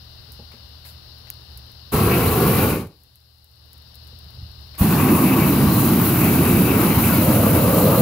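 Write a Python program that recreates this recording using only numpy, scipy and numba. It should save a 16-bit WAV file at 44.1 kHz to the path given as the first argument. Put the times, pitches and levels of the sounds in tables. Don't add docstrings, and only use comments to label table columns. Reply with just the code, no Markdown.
import sys
import numpy as np
from scipy import signal
from scipy.fft import rfft, irfft, next_fast_len
from scipy.io import wavfile
from scipy.ndimage import uniform_filter1d
from numba import njit

SR = 44100
rng = np.random.default_rng(int(sys.argv[2]) if len(sys.argv) > 2 else 0)


def to_wav(s):
    ch = np.atleast_2d(s).T
    pcm = np.round(np.clip(ch, -1, 1) * 32767)
    wavfile.write(sys.argv[1], SR, pcm.astype(np.int16))


def level_to_linear(level):
    exponent = np.asarray(level, float) / 20
    return 10 ** exponent


N = 353241


def seconds():
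    return np.arange(N) / SR


def rms_one(x):
    return x / np.sqrt(np.mean(x ** 2) + 1e-20)


def in_time(rows, silent=None):
    times, *columns = np.transpose(rows)
    return np.array([np.interp(seconds(), times, column, silent, silent) for column in columns])


def at_hz(points, hz):
    point_hz, value = np.array(points).T[:2]
    return np.interp(np.log(hz + 1), np.log(point_hz + 1), value)


def drift(rate):
    r = np.exp(-2 * np.pi * rate / SR)
    wander = signal.lfilter([1], [1, -2 * r, r * r], rng.standard_normal(N + SR))
    return rms_one(wander[SR:])


def lowpass(x, hz):
    return signal.sosfilt(signal.butter(2, hz, fs=SR, output="sos"), x)


def resonance(x, hz, width_hz):
    r = np.exp(-np.pi * width_hz / SR)
    push = np.array([1, 0, -1]) * (1 - r * r) / 2
    return signal.lfilter(push, [1, -2 * r * np.cos(2 * np.pi * hz / SR), r * r], x + 1e-18)


@njit
def gliding_resonance(x, two_r_cos, r):
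    y = np.zeros_like(x)
    for i in range(2, len(x)):
        push = (1 - r[i]) * (x[i] - x[i - 2])
        y[i] = push + two_r_cos[i] * y[i - 1] - r[i] * r[i] * y[i - 2]
    return y


# (pitch [Hz], left minus right [dB])
PORT_BALANCE = [(60, -0.7), (250, -1), (700, 0.2), (1300, 5.5), (2400, 6.5), (3200, 9.5), (5500, 14),
                (7000, 8.5), (8500, -1.4), (15000, 0.4)]
# (pitch [Hz], phase [radians])
LEFT_LEAD = [(20, -.1), (250, .1), (1120, .5), (2410, .5), (3010, .05), (3450, -1.2), (3960, .05),
             (16600, -.1)]
# (pitch [Hz], likeness [-1 to 1])
FLAME_LIKENESS = [(60, .993), (250, .99), (500, .94), (1000, .72), (2400, .68), (4000, .45), (7000, .22),
                  (14000, .45)]
# (pitch [Hz], likeness [-1 to 1])
AIR_LIKENESS = [(60, .81), (130, .89), (290, .36), (640, .18), (1400, 0), (15000, 0)]


def port_noise(colour, likeness):
    size = next_fast_len(N)
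    hz = np.arange(size // 2 + 1) * SR / size
    mid, side = rfft(rng.standard_normal((2, size)))
    alike = np.clip(at_hz(likeness, hz), -1, 1)
    tilt = level_to_linear(at_hz(PORT_BALANCE, hz))
    shared, different = np.sqrt(1 + alike) * mid, np.sqrt(1 - alike) * side
    left = (shared + different) * tilt / (1 + tilt) * np.exp(1j * at_hz(LEFT_LEAD, hz))
    right = (shared - different) / (1 + tilt)
    pair = irfft(level_to_linear(at_hz(colour, hz)) * np.array([left, right]), size)[:, :N]
    return pair / np.std(pair.mean(axis=0))


def torch():
    rumble_gain, boom_gain, bell_gain, jet_gain, bass_gain = burn_gains()
    eddies = drift(35)
    low = rumble_gain * rumble(eddies, bass_gain)
    flame = boom_gain * level_to_linear(0.73 * eddies + 0.37 * drift(10)) * boom()
    flame += bell_gain * level_to_linear(0.4 * eddies + 0.57 * drift(14)) * bell()
    hiss = jet_gain * jet(eddies)
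    return low + ground_echo(flame) + dulled(hiss) - lighting_dips()


# (rumble [dB], boom [dB], bell [dB], jet [dB], bass added near the ground [dB])
BURNS = [
    (-20, -24, -25, -27.5, 2),
    (-17, -23.5, -27, -26.5, -12.5),
]
# (gas starts [s], jet full [s], cloud lights [s], flame full [s])
VALVE = [
    (1.9165, 1.928, 1.919, 1.943),
    (4.776, 4.796, 4.806, 4.815),
]
# (time [s], hollow pitch [Hz], gas flow [dB],
# flame into the hollow [dB], bell turned to the ports [dB])
WAND = [(1.95, 390, 0, -1.3, -9), (2.12, 363, 0, 1, 4.5), (2.35, 352, 0.1, 1, -5.5),
        (2.65, 355, 0.5, 1, 4.5), (4.85, 283, 0, -2.5, -3), (5.08, 260, 0, 3.5, 6.5),
        (5.45, 256, -0.03, 3.5, 5.5), (5.8, 278, 0.47, -2.5, -11.5), (6.2, 304, 0.25, -2.1, 5),
        (6.55, 312, 0.54, -.4, 4.5), (6.8, 345, 0.3, 1.5, 5.5), (7.1, 430, 0.55, -7, 5),
        (7.3, 530, 0.4, -2, 1.5), (7.6, 486, 0.3, -0.5, 1), (7.87, 472, 0.65, 3, -14),
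        (8.01, 474, 0.6, 2, -14.5)]
FOLLOWS_FLOW = [.15, .15, 0.88, 3.2]
FOLLOWS_HOLLOW = [-0.21, 1.15, -0.013, 0.0046]
# (time [s], level [dB], width [s])
SPUTTER = (5.65, -5.5, .065)
# (loss after FADE_S [dB], steepness, afterglow [dB], afterglow loss [dB per s])
FADE = [
    (21, 3, -68.5, 55),
    (25, 2.5, -69, 36),
    (29, 2.25, -74.5, 40),
    (33, 2.8, -73, 100),
]
CLOSE_S, FADE_S = 2.603, 0.27
AFTERGLOW_S = 2.92, 3.12


def burn_gains():
    t, out, bass = seconds(), 0, 0
    hz, flow, hollow, turn = in_time(WAND)
    swing_db = np.outer(FOLLOWS_FLOW, flow) + np.outer(FOLLOWS_HOLLOW, hollow)
    sputter_s, sputter_db, sputter_width_s = SPUTTER
    swing_db[-1] += sputter_db * np.exp(-.5 * ((t - sputter_s) / sputter_width_s) ** 2)
    loss, steep, glow_db, glow_loss = np.transpose(FADE)[:, :, None]
    ends = [start[0] for start in VALVE[1:]] + [t[-1] + 1]
    for (*parts_db, bass_db), (gas, jet_full, lights, flame_full), end in zip(BURNS, VALVE, ends):
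        jet_open = np.clip((t - gas) / (jet_full - gas), 0, 1)
        flame = np.clip((t - lights) / (flame_full - lights), 0, 1) + 0.13 * jet_open
        closed = np.clip(t - CLOSE_S, 0, 1) * (gas < CLOSE_S)
        level = level_to_linear(np.array(parts_db)[:, None] + swing_db - loss * (closed / FADE_S) ** steep)
        opening = np.array([flame, flame, 0.41 * jet_open + 0.47 * flame, jet_open])
        out = out + level * opening * (t < end)
        bass = bass + level_to_linear(bass_db) * (t >= gas) * (t < end)
    glow = level_to_linear(glow_db - glow_loss * (t - AFTERGLOW_S[0])) * (t > CLOSE_S) * (t < AFTERGLOW_S[1])
    return (*(out + glow), bass)


# (pitch [Hz], level [dB])
RUMBLE = [(20, -16.5), (45, -21), (85, -3.5), (130, -1.5), (180, 1.4), (240, -2.5), (320, -5.5),
          (500, -30.5), (900, -44)]
BASS_LIFT_HZ = 129


def rumble(eddies, bass_gain):
    low = port_noise(RUMBLE, FLAME_LIKENESS)
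    low += bass_gain * lowpass(low, BASS_LIFT_HZ)
    return low * level_to_linear(0.2 * eddies + 0.9 * drift(33) + 0.38 * drift(9.0))


BOOM_WIDTH_HZ, BOOM_WIDENS = 130, .27


def boom():
    hz = in_time(WAND)[0]
    r = np.exp(-np.pi * (BOOM_WIDTH_HZ + BOOM_WIDENS * hz) / SR)
    centre = 2 * r * np.cos(2 * np.pi * hz / SR)
    pair = []
    for noise in port_noise([(20, 0), (20000, 0)], FLAME_LIKENESS):
        once = gliding_resonance(noise, centre, r)
        pair.append(gliding_resonance(once, centre, r))
    pair = np.array(pair)
    return pair / np.sqrt(uniform_filter1d(pair.mean(axis=0) ** 2, size=SR))


# (pitch [Hz], level [dB])
BELL = [(400, -27.5), (600, -1), (800, 1.5), (1000, 1), (1500, -4.5), (1720, -10), (2300, -11.5),
        (2900, -9), (3400, -15.5), (4000, -13.5), (5000, -16), (7000, -27), (9000, -40)]
# (pitch [Hz], width [Hz], level [dB],
# share of the turn [dB per dB], share of the hollow [dB per dB])
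BELL_RINGS = [(1136, 94, -3, -0.18, 1.2), (1450, 430, -17.5, 1.3, .1), (2060, 420, -14, 0.7, .1),
              (2302, 200, -3.5, 1.1, .1), (2620, 150, -6, .7, 0.106), (4090, 230, -8, -0.67, .1)]
RING_FLICKER_DB = 4


def bell():
    sound = port_noise(BELL, FLAME_LIKENESS)
    hollow, turn = in_time(WAND)[-2:]
    for hz, width_hz, db, turned, sunk in BELL_RINGS:
        ring_db = db + turned * turn + sunk * hollow + RING_FLICKER_DB * drift(10)
        sound = sound + level_to_linear(ring_db) * resonance(sound, hz, width_hz)
    return sound / np.std(sound.mean(axis=0))


# (pitch [Hz], level [dB])
JET = [(3530, -39), (6000, -11), (8240, -9.5), (9560, -3.5), (10500, 1.5), (15100, 6.5), (15900, 3.5),
       (16200, -30), (16500, -42)]
# (pitch [Hz], width [Hz], level [dB])
JET_PATCHES = [(7740, 2500, -3.5), (10550, 1270, -4.5), (12600, 1340, -4.5), (14900, 1100, -5.5)]
PATCH_FLICKER_DB, JET_FLUTTER_DB = 3.2, .7


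def jet(eddies):
    plain = port_noise(JET, FLAME_LIKENESS)
    hiss = plain
    for hz, width_hz, db in JET_PATCHES:
        hiss = hiss + level_to_linear(db + PATCH_FLICKER_DB * drift(5.4)) * resonance(plain, hz, width_hz)
    return hiss * level_to_linear(0.47 * eddies + JET_FLUTTER_DB * drift(28)) / np.std(hiss.mean(axis=0))


DULL_FROM_S, DULL_DB_PER_S, DULL_ABOVE_HZ = 2.6, 35, 11500


def dulled(hiss):
    t = seconds()
    high = signal.butter(2, DULL_ABOVE_HZ, "high", fs=SR, output="sos")
    top = signal.sosfiltfilt(high, hiss)
    loss_db = DULL_DB_PER_S * np.clip(t - DULL_FROM_S, 0, 1) * (t < VALVE[1][0])
    return hiss - top * (1 - level_to_linear(-loss_db))


# (time [s], peak level [dB], width [ms])
THUMPS = [
    (1.9454, -17, 2.2),
    (4.8135, -2.5, 1.5),
]


def lighting_dips():
    t = seconds()
    return sum(level_to_linear(db) * np.exp(-.5 * ((t - s) * 1000 / ms) ** 2) for s, db, ms in THUMPS)


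# (time [s], delay [ms], signed strength)
GROUND = [(1.9, 3.44, -0.29), (2.95, 2.96, -0.29), (4.8, 1.12, 0.3), (5.8, 0.99, 0.014),
          (6.6, 0.92, -0.099), (7.0, .97, 0.27), (7.12, 2.43, -0.51), (7.4, 2.83, -0.031),
          (8.0, 2.7, -0.25)]
ECHO_CUT_HZ = 8200


def ground_echo(x):
    delay_ms, strength = in_time(GROUND)
    where = np.arange(N) - delay_ms * SR / 1000
    back = np.array([np.interp(where, np.arange(N), side) for side in lowpass(x, ECHO_CUT_HZ)])
    return x + np.clip(strength, -1, 1) * back


SWAY_SAMPLES = .9


def sway(pair):
    fine = signal.resample_poly(pair[0], 4, 1)
    where = len(fine) / N * (np.arange(N) + SWAY_SAMPLES * drift(0.56))
    return np.array([np.interp(where, np.arange(len(fine)), fine), pair[1]])


# (time [s], peak level [dB], left minus right [dB], sizzle time to fall 60 dB [s])
TICKS = [(.0442, -44, 1.5, .053), (.112, -45, -6, .065), (.3186, -27.5, -4, 0.18), (.5166, -40, -1.5, .18),
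         (.6882, -44, 2.5, .04), (.7491, -52, 2.5, .25), (1.1821, -38, -5, .16), (1.272, -43, .1, .15),
         (1.3006, -10.5, 4, .083), (1.3378, -38, 6, .033), (1.438, -45, -2.5, .063),
         (1.5732, -25, -4, 0.076), (1.6635, -42, 3, .063), (1.715, -37, -8, .063), (2.8714, -33, 7, .033)]
# (time [s], peak level [dB], left minus right [dB])
HOT_TICKS = [(2.9653, -47, .1), (3.5135, -46, -6), (3.5571, -49, 4), (3.0338, -36.5, 1.5),
             (3.1553, -33.5, -3), (3.2017, -46, 1.5), (3.3404, -47, 2), (3.3828, -48, 2.5),
             (3.4422, -38, 3), (3.6572, -43, -1.5), (3.73, -29.5, 4), (3.7772, -38, 3), (3.8193, -40, -1.5),
             (3.9437, -37.5, .6), (3.9535, -29, .6), (4.0338, -44, 2.5), (4.0457, -41, .6),
             (4.0688, -37, 4.5), (4.0748, -35, 2.5), (4.1875, -33, -7), (4.2419, -40, 1.5),
             (4.3047, -38, 2.5), (4.35, -43, 2.5), (4.5148, -40, 1.5), (4.609, -39, 2.5),
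             (4.6714, -41, 1.5), (4.7138, -44, 4), (4.7407, -45, -1.5), (4.7522, -36, 6), (4.7790, -33, .1)]
HOT_T60_S = 0.056
FAINT_DB, FAINT_SPAN_S = -51, (2.93, 4.7)


def all_ticks():
    start, end = FAINT_SPAN_S
    faint = []
    for a, b, c in rng.random((12, 3)):
        faint.append((start + (end - start) * a, FAINT_DB + 5 * (b - .5), 6 * (c - .3)))
    return TICKS + [(*row, HOT_T60_S) for row in HOT_TICKS + faint]


# (time [s], level [dB])
SPURT = [
    (0.83, -68),
    (0.838, -74),
    (0.856, -46),
    (0.896, -48.5),
    (0.95, -65),
]
# (pitch [Hz], width [Hz], level [dB])
TICK_BODY = [(6470, 3000, -1), (2600, 1500, -4)]
# (pitch [Hz], level [dB])
SIZZLE = [(1000, -39.5), (4000, -27), (7000, -9.5), (9500, -8), (11000, 1), (16000, -3)]
BURST_DELAY_S = .0016
SNAP_HZ, SNAP_WIDTH_HZ = 12700, 7200
BODY_DB, BIG_DROP_DB, BIG_BODY_SHARE = -12, -24, 0.53
TAIL_DB, TAIL_TOP_DB = -21, -46


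def ticks():
    clicks, body, sizzle = np.zeros((3, 2, N))
    for s, db, pan_db, t60 in all_ticks():
        i = round((s + BURST_DELAY_S) * SR)
        sides = level_to_linear(np.array([pan_db, -pan_db]) / 2)
        clicks[:, i] += level_to_linear(db + 12.5) * sides
        body[:, i] += level_to_linear(db + BODY_DB + BIG_BODY_SHARE * max(db - BIG_DROP_DB, 0) + 9.5) * sides
        age = np.arange(min(N - i, SR // 4)) / SR
        tail_db = min(db + TAIL_DB, TAIL_TOP_DB) - 60 * age / np.clip(t60, .01, .3)
        sizzle[:, i:i + len(age)] += level_to_linear(tail_db) * sides[:, None]
    sizzle += level_to_linear(in_time(SPURT, -200)[0])
    snap = resonance(resonance(clicks, SNAP_HZ, SNAP_WIDTH_HZ), SNAP_HZ, SNAP_WIDTH_HZ)
    snap += sum(level_to_linear(db) * resonance(body, hz, width_hz) for hz, width_hz, db in TICK_BODY)
    return snap + sizzle * port_noise(SIZZLE, AIR_LIKENESS)


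# (time [s], peak level [dB])
KNOCKS = [(0.29, -44), (.392, -37.5), (.398, -32), (.424, -43), (.540, -37.5), (0.574, -52), (0.867, -52),
          (1.271, -54), (4.128, -44), (4.262, -57), (4.374, -41), (4.68, -54)]
# (pitch [Hz], level [dB], time to fall 60 dB [s])
HANDLE = [(237, 0, 0.12), (345, -17, 0.041), (440, 4, 0.027), (557, -8, .09), (820, -8.5, 0.079),
          (1140, -12, .04)]
CONTACT_HZ = 900


def knocks():
    at = [round(s * SR) for s, db in KNOCKS]
    out = np.zeros(N)
    for hz, level_db, t60 in HANDLE:
        clicks = np.full(N, 1e-18)
        clicks[at] = level_to_linear(np.array(KNOCKS)[:, 1] + level_db - 7.5 + rng.normal(0, 0.83, len(at)))
        r, w = level_to_linear(-60 / (t60 * SR)), 2 * np.pi * hz / SR
        out += signal.lfilter([0, np.sin(w)], [1, -2 * r * np.cos(w), r * r], clicks)
    return lowpass(out, CONTACT_HZ)


# (time [s], level [dB rms], time to fall 60 dB [s])
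SCUFFS = [
    (.515, -50.5, 0.23),
    (.85, -52, 0.36),
    (1.27, -49, 0.074),
    (4.742, -49, 0.28),
]
# (pitch [Hz], level [dB])
SCUFF = [(300, -15), (600, -5), (1200, -7), (2200, -5), (3200, -10), (6000, -25)]


def scuffs():
    t, gain = seconds(), 0
    for s, db, t60 in SCUFFS:
        gain = gain + (t >= s) * level_to_linear(db - 60 * np.maximum(t - s, 0) / t60)
    return gain * port_noise(SCUFF, AIR_LIKENESS)


# (time [s], peak level [dB])
GUSTS = [
    (1.57, -49),
    (4.14, -60),
    (4.43, -39.5),
    (4.68, -45),
]
# (time [s], peak level [dB], pitch [Hz], length [ms])
LUMPS = [(1.57, -34, 70, 16), (4.184, -44, 85, 15), (4.268, -39, 140, 6.1), (4.388, -34, 109, 8.3),
         (4.43, -25, 75, 4), (4.475, -43, 88, 10), (4.718, -42, 95, 12)]
BREEZE_DB, GUST_FALL_DB_PER_S, WIND_LUMPS_DB = -63.5, 109, 3.5


def wind():
    t = seconds()
    gain = level_to_linear(BREEZE_DB + duck())
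    gain = gain + sum(level_to_linear(db - GUST_FALL_DB_PER_S * np.abs(t - s)) for s, db in GUSTS)
    colour = [(25, -18), (70, 12.0), (130, -2.5), (220, -14), (400, -40.5), (1500, -81)]
    out = gain * level_to_linear(WIND_LUMPS_DB * drift(28)) * port_noise(colour, FLAME_LIKENESS)
    for s, db, hz, ms in LUMPS:
        age = t - s
        out = out - level_to_linear(db) * np.exp(-.5 * (age * 1000 / ms) ** 2) * np.cos(2 * np.pi * hz * age)
    return out


REST_DB, DUCKED_DB = 3, -8.5
DUCK_HOLD_S, DUCK_RECOVER_S, DUCK_ATTACK_S = 0.9, 0.27, .06


def duck():
    t = seconds()
    recovered = 1 - np.exp(-np.maximum(t - CLOSE_S - DUCK_HOLD_S, 0) / DUCK_RECOVER_S)
    first, second = (np.clip((t - valve[2]) / DUCK_ATTACK_S, 0, 1) for valve in VALVE)
    return REST_DB + (DUCKED_DB - REST_DB) * np.maximum(first - recovered, second)


# (pitch [Hz], level [dB rms])
HUM = [
    (75.4, -48.5),
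    (118.4, -53),
]
HUM_WOBBLE_DB = 1.1


def machine_hum():
    t, hum = seconds(), 0
    for hz, db in HUM:
        loudness = level_to_linear(db + 1.0 + HUM_WOBBLE_DB * drift(1.8))
        hum = hum + loudness * np.sin(2 * np.pi * hz * t + 0.24 * drift(1.7))
    return hum * level_to_linear([[-.6], [.6]])


# (pitch [Hz], level [dB])
PILOT = [(300, -14), (600, -7.5), (1600, -15.5), (2300, -32.5), (2600, -11.5), (2950, -5), (3300, -12.5),
         (3700, -3), (4200, 0.2), (5200, -4.5), (5700, -14), (6500, -31), (8000, -37)]
PILOT_DB = -47


def pilot_hiss():
    hiss = rms_one(port_noise(PILOT, AIR_LIKENESS)[0])
    return level_to_linear(PILOT_DB + 0.35 * drift(9.4)) * hiss * [[1], [0]]


# (pitch [Hz], level [dB])
AIR = [(20, -12), (60, 0), (130, -8), (180, -14.5), (300, -20.5), (700, -23), (2000, -27), (4000, -50.5),
       (6000, -45), (8000, -42), (9500, -36.5), (11000, -33), (15800, -30.5), (16200, -56.5)]
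AIR_DB, MIC_HISS_DB = -52.5, -67.5


def background():
    air = level_to_linear(AIR_DB + 0.51 * drift(6)) * port_noise(AIR, AIR_LIKENESS)
    own = level_to_linear(MIC_HISS_DB) * port_noise(SIZZLE, AIR_LIKENESS)
    return level_to_linear(duck()) * (air + machine_hum() + pilot_hiss()) + own


def scene():
    return sway(torch()) + ticks() + knocks() + scuffs() + wind() + background()


def band_limit(x):
    return signal.sosfilt(signal.butter(12, 17080, fs=SR, output="sos"), x)


CUTOFF_HZ = 15700


def record(dry):
    x = signal.sosfilt(signal.butter(2, 45, "high", fs=SR, output="sos"), dry)
    x = 1.3 * np.tanh(x / 1.3)
    x = signal.sosfilt(signal.ellip(8, .5, 45, CUTOFF_HZ, fs=SR, output="sos"), x)
    return band_limit(x)


dry = scene()
out = record(dry)
to_wav(out)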